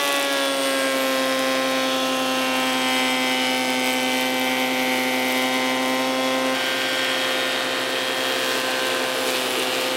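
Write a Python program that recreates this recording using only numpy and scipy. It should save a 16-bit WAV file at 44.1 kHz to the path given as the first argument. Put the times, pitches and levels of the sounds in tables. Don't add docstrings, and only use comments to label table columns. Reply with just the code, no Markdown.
import sys
import numpy as np
from scipy import signal
from scipy.fft import rfft, irfft
from scipy.io import wavfile
from scipy.ndimage import map_coordinates

SR = 44100
rng = np.random.default_rng(int(sys.argv[2]) if len(sys.argv) > 2 else 0)


def wrap_up_sound(samples):
    columns = np.atleast_2d(samples).T
    tamed = np.clip(columns, -1, 1)
    steps = np.round(tamed * 32767).astype(np.int16)
    wavfile.write(sys.argv[1], SR, steps)


N = 439236
STEP_BACK_S = 6.546
# time_s, speed_hz
SPEED = [(0.0, 141.9), (0.05, 141.6), (0.41, 137.7), (1.14, 131.8), (1.72, 131.5), (2.97, 128.8),
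         (3.94, 128.0), (4.33, 128.7), (4.74, 128.7), (4.96, 128.1), (5.91, 129.4), (6.02, 130.2),
         (6.66, 130.8), (7.18, 130.5), (7.35, 129.9), (8.35, 130.1), (8.63, 129.3), (8.88, 129.5),
         (9.21, 129.2), (9.37, 127.7), (9.68, 127.8), (9.96, 129.6)]
T = np.arange(N) / SR
TURN = np.cumsum(np.interp(T, *np.transpose(SPEED))) / SR
HARDNESS = rng.standard_normal(400)


def gain_of(db):
    return 10 ** (np.asarray(db) / 20)


def unit_rms(x):
    return x / np.sqrt(np.mean(x ** 2) + 1e-20)


def log_interp(table, at, column=1):
    table = np.array(table, float)
    return np.interp(np.log(at + 1e-3), np.log(table[:, 0]), table[:, column])


def drift(shape, steps):
    rate = np.fft.rfftfreq(shape[0]) * steps
    spectrum = rfft(rng.standard_normal(shape).T) * np.exp(-rate ** 2)
    return unit_rms(irfft(spectrum, shape[0]).T)


def wander(turns):
    return np.interp(TURN, np.arange(2048), drift((2048,), turns))


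def by_place(s, near, far):
    return np.where(s < STEP_BACK_S, near, far)


def held(s, middle, length, order=6):
    same_place = (s < STEP_BACK_S) == (middle < STEP_BACK_S)
    return same_place * np.exp(-np.minimum(abs(2 * (s - middle) / length), 2) ** order)


def band_swells(rows, s, hz):
    return sum(db * held(s, middle, length) * np.exp(-np.minimum(((hz - centre) / width) ** 2, 20))
               for middle, length, centre, width, db in rows)


def harmonic_swells(rows, s, k):
    return sum(db * held(s, middle, length) * (k == round(harmonic))
               for middle, length, harmonic, db in rows)


def colour(noise, density_db):
    frames = dict(fs=SR, nperseg=1024, noverlap=768)
    hz, s, spectra = signal.stft(noise, **frames)
    shaped = spectra * gain_of(density_db(s[None], hz[:, None]))
    return np.sqrt(SR / 2) * signal.istft(shaped, **frames)[1][:N]


def strokes(turn, decay_turns, second_knife, echoes):
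    first_power = np.exp(-(turn % 1) / decay_turns)
    second_power = second_knife ** 2 * np.exp(-((turn + .5) % 1) / decay_turns)
    return np.sqrt(first_power + second_power + echoes ** 2)


def standing_waves(s, hz):
    # centre_hz, width_hz, antinode_db, node_db, near_antinode_s, far_antinode_s
    modes = [(387, 83, 4.5, -2, 6.06, 11.2), (670, 47, 5, -12, 0.41, 10.1),
             (867, 106, 3, -12.5, 4.2, 11.03), (1016, 74, 5, -13, 1.04, 7.4),
             (1234, 55, 0.5, -25, 1.27, 8.1), (1365, 40, 4.5, -2, 1.1, 7.7), (1517, 37, 1.5, -8, 2.54, 7),
             (1696, 64, 3.5, -10, 1.2, 9.2), (1770, 98, 5, -5, 1.75, 7), (2050, 160, 6.5, -5, 5.1, 6.1),
             (2270, 103, 4.5, -6, 3.7, 5.4), (2800, 40, 0.5, -6, 3.8, 11.2), (3075, 81, 3.5, -15, 3.9, 6.5),
             (3224, 56, 2.5, -0.5, 6, 6.2)]
    total_db = 0
    for centre, width, antinode_db, node_db, near_s, far_s in modes:
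        node_gap_s = 6.63 * (1000 / centre) ** 0.18
        drive = np.cos(np.pi * (s - by_place(s, near_s, far_s)) / node_gap_s) ** 2
        power = drive * gain_of(antinode_db) ** 2 + (1 - drive) * gain_of(node_db) ** 2
        total_db = total_db + 10 * np.log10(power) * np.exp(-((hz - centre) / width) ** 2)
    return total_db


def squeals(s, hz, scrape_db=9.6, scrape_at_s=0.68, sink_hz_per_s=800):
    # middle_s, length_s, centre_hz, width_hz, gain_db
    stretches = [(0.2, 0.49, 3620, 140, 7), (0.58, .5, 11700, 400, 6), (1.05, .22, 12800, 550, 12),
                 (1.03, .3, 7000, 200, 7), (1.8, 0.84, 5930, 110, 7), (1.6, 1.3, 9200, 300, 3),
                 (2.1, 1.3, 11950, 150, 4), (1.93, 0.24, 3460, 270, 6), (2.2, 3.6, 11200, 150, 5),
                 (2.3, 0.78, 2695, 56, 8.5), (2.55, 0.75, 6480, 200, 1), (2.97, .8, 7950, 300, 7.5),
                 (3.3, 1.1, 5200, 110, 7), (0.47, 0.12, 3430, 90, 8), (3.67, 0.58, 4990, 50, 10),
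                 (3.3, 1.1, 8300, 300, 3.5), (3.8, 0.69, 7760, 150, 8), (4.25, 1.1, 8100, 110, 8),
                 (4.5, 1.6, 9900, 240, 7), (3.7, 4.8, 6380, 81, 6), (3.6, .35, 10400, 400, 6),
                 (6.2, 0.32, 3410, 70, 7), (5, .3, 9300, 250, 5), (4.7, 1.3, 13200, 1600, 8.5),
                 (6.1, 0.4, 5480, 66, 10), (6.68, 0.33, 14500, 500, 6), (6.74, .95, 5490, 63, 12),
                 (7.5, 1.2, 7900, 200, 5), (6.8, .7, 4710, 60, 10), (7.34, 1.7, 3260, 59, 4.5),
                 (8.83, 0.75, 1606, 75, 7.5), (9.1, 0.43, 10900, 450, 9), (9.5, 0.32, 10200, 350, 8),
                 (9, 1.4, 2800, 110, 3)]
    scrape_hz = 8700 - sink_hz_per_s * (s - scrape_at_s)
    scrape_band = np.exp(-((hz - scrape_hz) / 970) ** 2)
    scrape = scrape_db * held(s, scrape_at_s, length=0.62, order=4) * scrape_band
    return scrape + band_swells(stretches, s, hz)


def tearing(s, hz, depth=0.97, corner_hz=5500):
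    # time_s, level_db
    tear = [(0.03, -34), (0.08, -35), (0.5, -40), (0.67, -35.5), (1.19, -37.5), (1.77, -39.5), (3.87, -37),
            (4.65, -42), (5.39, -36.5), (5.48, -39), (7.41, -43), (7.61, -45.5), (8.6, -37), (8.74, -42),
            (8.85, -39), (9.05, -41), (9.26, -36), (9.96, -36.5)]
    times, db = np.transpose(tear)
    return depth * np.interp(s, times, db - np.median(db)) * hz ** 2 / (hz ** 2 + corner_hz ** 2)


def streaks(s, hz, depth_db=1.18, streaks_per_s=16, corner_hz=1200):
    hardness = np.interp(s * streaks_per_s, np.arange(len(HARDNESS)), HARDNESS)
    return depth_db * hardness * hz / (hz + corner_hz)


def drone(s, depth=0.99):
    # time_s, level_db
    levels = [(0.0, -34.5), (0.02, -29.5), (0.67, -26.5), (1.72, -27), (2.83, -33), (3.99, -31),
              (5.66, -32), (6.52, -27), (6.57, -31), (7.38, -28), (7.55, -30.5), (9.32, -27.5),
              (9.46, -31.5), (9.96, -26.5)]
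    times, db = np.transpose(levels)
    mean_db = by_place(s, db[times < STEP_BACK_S].mean(), db[times >= STEP_BACK_S].mean())
    return depth * (np.interp(s, times, db) - mean_db)


def knife_tone(grain_turns, flicker_db=0.87, ring_db=2.5, entry_db=-11, build_s=0.84):
    # speed_multiple, near_db, far_db
    line_levels = [(1.006, -50, -53), (2.0, -29, -38.5), (3.0, -43, -45.5), (4.0, -29.5, -31.5),
                   (5.0, -43, -45.5), (6.0, -33.5, -41.5), (7.0, -38, -43), (7.97, -35.5, -44),
                   (9.0, -45, -44), (10.0, -40, -44.5), (10.83, -44, -46), (12.0, -39, -39),
                   (13.0, -49.5, -46), (13.5, -43.5, -42.5), (15.9, -40.5, -43.5), (17.4, -38, -41.5),
                   (19.8, -42, -42.5), (22.4, -41, -46), (21.8, -40.5, -39.5), (25.3, -43, -44),
                   (26.8, -50, -50), (28.5, -42, -43.5), (30.7, -56.5, -49.5), (40, -51.5, -55),
                   (49, -56, -55), (55.6, -65, -59), (61.3, -57, -56.5), (79, -62.5, -62.5),
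                   (91, -61.5, -59.5), (121, -80, -68)]
    # middle_s, length_s, centre_hz, width_hz, gain_db
    lulls = [(.6, 0.11, 1890, 550, -5), (2.14, 0.5, 2170, 261, -13)]
    # middle_s, length_s, harmonic, gain_db
    catches = [(.08, 0.26, 8, 5.5), (.1, 0.59, 6, 4), (.12, 0.26, 14, 4), (.27, 0.22, 16, 5.5),
               (.92, .36, 17, 7.5), (.1, 0.43, 7, -11), (.15, 0.45, 20, 0), (.2, 0.65, 15, -12),
               (.36, 0.16, 12, 4), (.82, 0.23, 12, 5), (.4, 0.3, 26, -1), (.66, 0.25, 25, 4),
               (.57, 0.43, 24, -9), (.12, 0.32, 19, 6), (.12, .35, 22, -6), (.5, 1.7, 37, 5),
               (.7, 1.4, 32, 8), (.9, .8, 34, 5), (1.5, 0.84, 38, 6), (1.6, 0.95, 40, 7), (1.7, 1, 15, 4),
               (1.8, 1.3, 7, -11), (3.95, 0.27, 17, 0), (4.37, 0.24, 19, -3), (4.5, 0.45, 26, 5),
               (4.95, 1.9, 10, -5), (5.65, .3, 13, 8), (6.2, 0.39, 26, 3), (6.2, 0.68, 28, -15),
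               (5.95, 1.2, 24, -6.5), (6.1, 0.4, 36, 7), (6.15, 0.26, 15, -6), (5.9, .45, 7, 2.5),
               (1.48, 0.91, 21, -8), (1.45, .7, 22, -4), (1.98, 0.79, 26, 7), (2.1, .4, 12, -6),
               (2.2, 1.1, 10, 3), (2.3, .7, 20, -9), (2.97, 0.36, 23, 5.5), (3.0, 0.97, 25, 6.5),
               (3.1, .6, 16, 6), (3.43, 0.28, 23, 8.5), (3.6, 0.51, 8, -12), (3.8, .6, 15, -19),
               (3.9, 0.86, 11, -8), (4.0, 1.5, 20, 2), (4.2, 0.49, 17, -12), (4.15, 0.42, 25, -13),
               (4.45, 0.61, 8, 6.5), (4.75, 1.6, 24, 3.5), (5.1, 0.49, 8, -5.5), (5.1, .5, 25, -6),
               (5.4, 0.68, 16, 1.5), (5.7, 1.5, 21, -10), (5.9, 1.3, 13, -12), (6.05, 0.55, 12, -4),
               (6.0, 1.2, 19, -14), (6.75, 0.85, 12, 4.5), (6.75, 1.1, 23, 5), (6.9, 0.95, 25, 6),
               (6.9, 1.2, 24, -10), (7.1, 1.5, 11, 6), (7.9, 2.4, 14, 2.5), (8.9, .8, 8, 4.5),
               (9.75, .6, 22, 8), (8.25, 0.61, 25, 9), (9.2, 1.5, 17, -10), (9.45, 0.48, 3, 6.5),
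               (4.1, 1.1, 24, 3), (9.45, .4, 20, 3)]
    turns, size, count = int(TURN[-1]) + 2, 2048, 124
    s = np.interp(np.arange(turns), TURN, T)[:, None]
    k = np.arange(1, count)
    hz = k * np.interp(s, *np.transpose(SPEED))

    envelope = strokes(np.arange(size) / size, decay_turns=0.2, second_knife=0.33, echoes=0.22)
    blow = rfft(rng.standard_normal(size) * envelope)[1:count]
    grain = rfft(drift((turns, size), grain_turns) * envelope)[:, 1:count]
    steady = np.exp(1j * np.angle(blow)) * abs(blow).mean() * 12 / k
    lines = steady + grain
    lines /= abs(lines) + 0.11 * np.median(abs(lines))

    db = by_place(s, log_interp(line_levels, k), log_interp(line_levels, k, column=2))
    db += standing_waves(s, hz) + band_swells(lulls, s, hz) + squeals(s, hz)
    db += harmonic_swells(catches, s, k) + tearing(s, hz) + streaks(s, hz)
    db += (k == 4) * drone(s)
    db += (k <= 2) * entry_db * np.exp(-s * k / build_s)
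    db += flicker_db * drift(lines.shape, 113) * np.minimum(k / 20, 2)
    db += (k > 10) * 1.05
    db += (k > 44) * ring_db * np.tanh(drift(lines.shape, 500))
    db += rng.standard_normal(s.shape) * k / (k + 30)

    spectra = np.pad(lines * gain_of(db), ((0, 0), (1, 0)))
    cycles = irfft(spectra, size) * size / np.sqrt(2)
    return map_coordinates(cycles, [TURN, TURN % 1 * size], order=1, mode="grid-wrap")


def knives(note_db=0.3, bounce_db=7, bounce_at_s=4.2, bounce_s=0.84):
    chatter = knife_tone(grain_turns=200) * np.cos(np.pi * TURN)
    chatter = signal.sosfilt(signal.butter(2, 800, "high", fs=SR, output="sos"), chatter)
    loosely_held = np.exp(-(2 * (T - bounce_at_s) / bounce_s) ** 2)
    chatter *= gain_of(by_place(T, near=-15, far=-9) + bounce_db * loosely_held)
    return gain_of(note_db) * knife_tone(grain_turns=386) + chatter


def low_hums():
    # speed_multiple, near_db, far_db, waver_rad
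    partials = [(0.902, -68, -58.5, .2), (2.084, -42.5, -45, 0.55), (2.584, -49, -45, 1.2),
                (2.795, -46, -41, 0.38), (3.457, -46.5, -55, 0.56), (5.25, -51.5, -47, 1),
                (5.5, -53, -43.5, 1.1), (6.5, -51, -48.5, .8)]
    hums = 0
    for multiple, near_db, far_db, waver_rad in partials:
        phase = 2 * np.pi * multiple * TURN + waver_rad * wander(14)
        hums = hums + gain_of(by_place(T, near_db, far_db)) * np.sin(phase)
    return np.sqrt(2) * hums


def motor(whine_multiple=4.756, load_ripple=0.43, flutter_db=2.0):
    # near_db, far_db
    harmonics = [(-47, -47.5), (-51, -46), (-53.5, -47.5), (-60, -48.5), (-47, -42.5), (-49, -44.5),
                 (-48.5, -44), (-60, -51), (-55, -58), (-59, -64), (-65, -59), (-62, -56), (-71, -58),
                 (-63, -60)]
    # middle_s, length_s, harmonic, gain_db
    swells = [(1.5, 1.1, 6, 5.5), (2, 1.2, 7, 4.5), (7.5, 0.66, 6, 6), (8.9, 1.6, 6, -4),
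              (7.5, 0.82, 7, -1), (3.4, 1.1, 7, 2)]
    cycles = whine_multiple * TURN + .02 * wander(60)
    s, whine = T[::256], 0
    for k, (near_db, far_db) in enumerate(harmonics, 1):
        db = by_place(s, near_db, far_db) + flutter_db * drift(s.shape, 80)
        db += harmonic_swells(swells, s, k)
        ripple = 1 + load_ripple * np.cos(2 * np.pi * (TURN + rng.random()))
        whine = whine + np.interp(T, s, gain_of(db)) * ripple * np.sin(2 * np.pi * k * cycles)
    return np.sqrt(2) * whine


def chip_bursts(envelope, side, spread_db, crossover_hz=7800):
    chip_size = gain_of(spread_db * rng.standard_normal(int(TURN[-1]) + 1))[TURN.astype(int)]
    crossover = signal.butter(3, crossover_hz, side, fs=SR, output="sos")
    return signal.sosfilt(crossover, unit_rms(rng.standard_normal(N) * chip_size * envelope))


def air_and_chips(air_db=-0.18, chips_db=-1.0, hissy_hz=4500, board_coupling=0.16):
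    # frequency_hz, near_db, far_db
    spectrum = [(40, -107, -97), (96, -89.5, -87), (217, -69.5, -69.5), (366, -62.5, -59),
                (450, -65.5, -64.5), (524, -67.5, -66.5), (670, -59, -59.0), (970, -67.5, -63.5),
                (1870, -69, -65.5), (3190, -65, -62.5), (4500, -71, -69), (6870, -77, -77),
                (8700, -78, -76.5), (12200, -81, -80.5), (14500, -84.5, -83.5)]
    # frequency_hz, share
    burst_share = [(150, 0.13), (700, 0.19), (2500, 0.56), (6000, 0.55), (11000, 0.6), (15000, 1)]
    # middle_s, length_s, centre_hz, width_hz, gain_db
    rasps = [(.1, 0.26, 10300, 1600, 4), (.2, 0.33, 790, 110, 7), (.15, .2, 2560, 130, 10),
             (5.2, 1.4, 2140, 250, 6.5), (1.93, .22, 3400, 300, 2), (3.4, .14, 3100, 300, 6),
             (3.89, .13, 8400, 700, 7), (3.9, .13, 13000, 2000, 6), (5.38, .16, 13000, 900, 6),
             (8.36, .16, 3200, 300, 4), (8.86, .1, 2800, 1500, 4), (9.29, .07, 6480, 3500, 5),
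             (9.37, 0.045, 4000, 2500, 6), (9.59, .07, 2600, 1200, 3)]

    def base_db(s, hz):
        return by_place(s, log_interp(spectrum, hz), log_interp(spectrum, hz, column=2))

    def share(hz):
        return np.clip(log_interp(burst_share, hz), .01, .98)

    def air_density(s, hz):
        return base_db(s, hz) + 10 * np.log10(1 - share(hz)) + shudders(s, hz)

    def chip_density(s, hz):
        hissy = hz ** 2 / (hz ** 2 + hissy_hz ** 2)
        wood_db = hissy * squeals(s, hz) + board_coupling * standing_waves(s, hz)
        wood_db += band_swells(rasps, s, hz) + tearing(s, hz) + streaks(s, hz)
        return base_db(s, hz) + 10 * np.log10(share(hz)) + wood_db

    ringing = strokes(TURN, decay_turns=0.22, second_knife=0.42, echoes=0.22)
    sharp = strokes(TURN, decay_turns=0.069, second_knife=0.15, echoes=0.034)
    bursts = chip_bursts(ringing, "low", spread_db=2.1) + chip_bursts(sharp, "high", spread_db=3.0)
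    air = colour(rng.standard_normal(N), air_density)
    return gain_of(air_db) * air + gain_of(chips_db) * colour(bursts, chip_density)


def splinters(trim_db=-1, width_hz=5000, decay_s=0.00054, echo=0.044, echo_s=0.0056, entry_s=0.25):
    # time_s, level_db
    large = [(.0767, -13), (.0907, -13), (.1974, -17), (0.1266, -12), (0.163, -13), (0.227, -10),
             (0.327, -15), (1.3922, -16), (4.9804, -22), (5.86, -20), (7.52, -22), (8.868, -18),
             (9.2753, -18), (9.3691, -18), (9.597, -16)]
    turn_s = np.interp(np.arange(1, int(TURN[-1])), TURN, T)
    chance = .004 + .4 * np.exp(-(turn_s / entry_s) ** 2)
    breaks = rng.random(len(turn_s)) < chance
    small_db = np.where(turn_s < entry_s, -19, -27) + 2 * rng.standard_normal(len(turn_s))
    small = zip(turn_s[breaks], small_db[breaks])

    size = 2048
    t, hz = np.arange(size) / SR, np.fft.rfftfreq(size, 1 / SR)
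    envelope = (np.exp(-t / decay_s) + echo * np.exp(-t / echo_s)) * (1 - np.exp(-t / 0.0002))
    cracks = np.zeros(N + size)
    for s, db in [*large, *small]:
        centre_hz = by_place(s, near=9600, far=7800)
        band = np.exp(-((hz - centre_hz) / width_hz) ** 2)
        crack = irfft(rfft(rng.standard_normal(size)) * band) * envelope
        start = round(s * SR)
        cracks[start:start + size] += gain_of(db + trim_db) * crack / abs(crack).max()
    return cracks[:N]


def throb(speed_multiple=3.5, unsteadiness=0.75):
    # time_s, level_db
    levels = [(6.6, -51), (7.2, -40), (7.6, -39), (8.15, -39.5), (8.35, -36.5), (8.55, -37), (8.8, -38),
              (9.12, -39), (9.25, -28.5), (9.39, -38), (9.55, -32), (9.7, -42), (9.96, -37)]
    wobble = 1 + unsteadiness * (wander(11) + 1j * wander(11))
    phasor = wobble * np.exp(2j * np.pi * speed_multiple * TURN)
    envelope = (T >= STEP_BACK_S) * gain_of(np.interp(T, *np.transpose(levels)))
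    return envelope * unit_rms(phasor.real)


def shudders(s, hz, centre_hz=397, width_hz=170):
    # middle_s, length_s, gain_db
    surges = [(8.57, 0.062, 7), (8.88, .14, 4), (9.27, 0.089, 5.4), (9.45, 0.16, 4.2), (9.6, 0.047, 6.6)]
    return band_swells([(middle, length, centre_hz, width_hz, db) for middle, length, db in surges], s, hz)


def scene():
    return (knives() + low_hums() + motor() + throb() + air_and_chips() + splinters())[None]


def record(dry, ceiling=0.29, cutoff_hz=15900):
    rounded = dry / (1 + (dry / ceiling) ** 6) ** (1 / 6)
    low_pass = signal.firwin(511, cutoff_hz, window=("kaiser", 9), fs=SR)
    return signal.oaconvolve(rounded, low_pass[None], "same")


dry = scene()
out = record(dry)
wrap_up_sound(out)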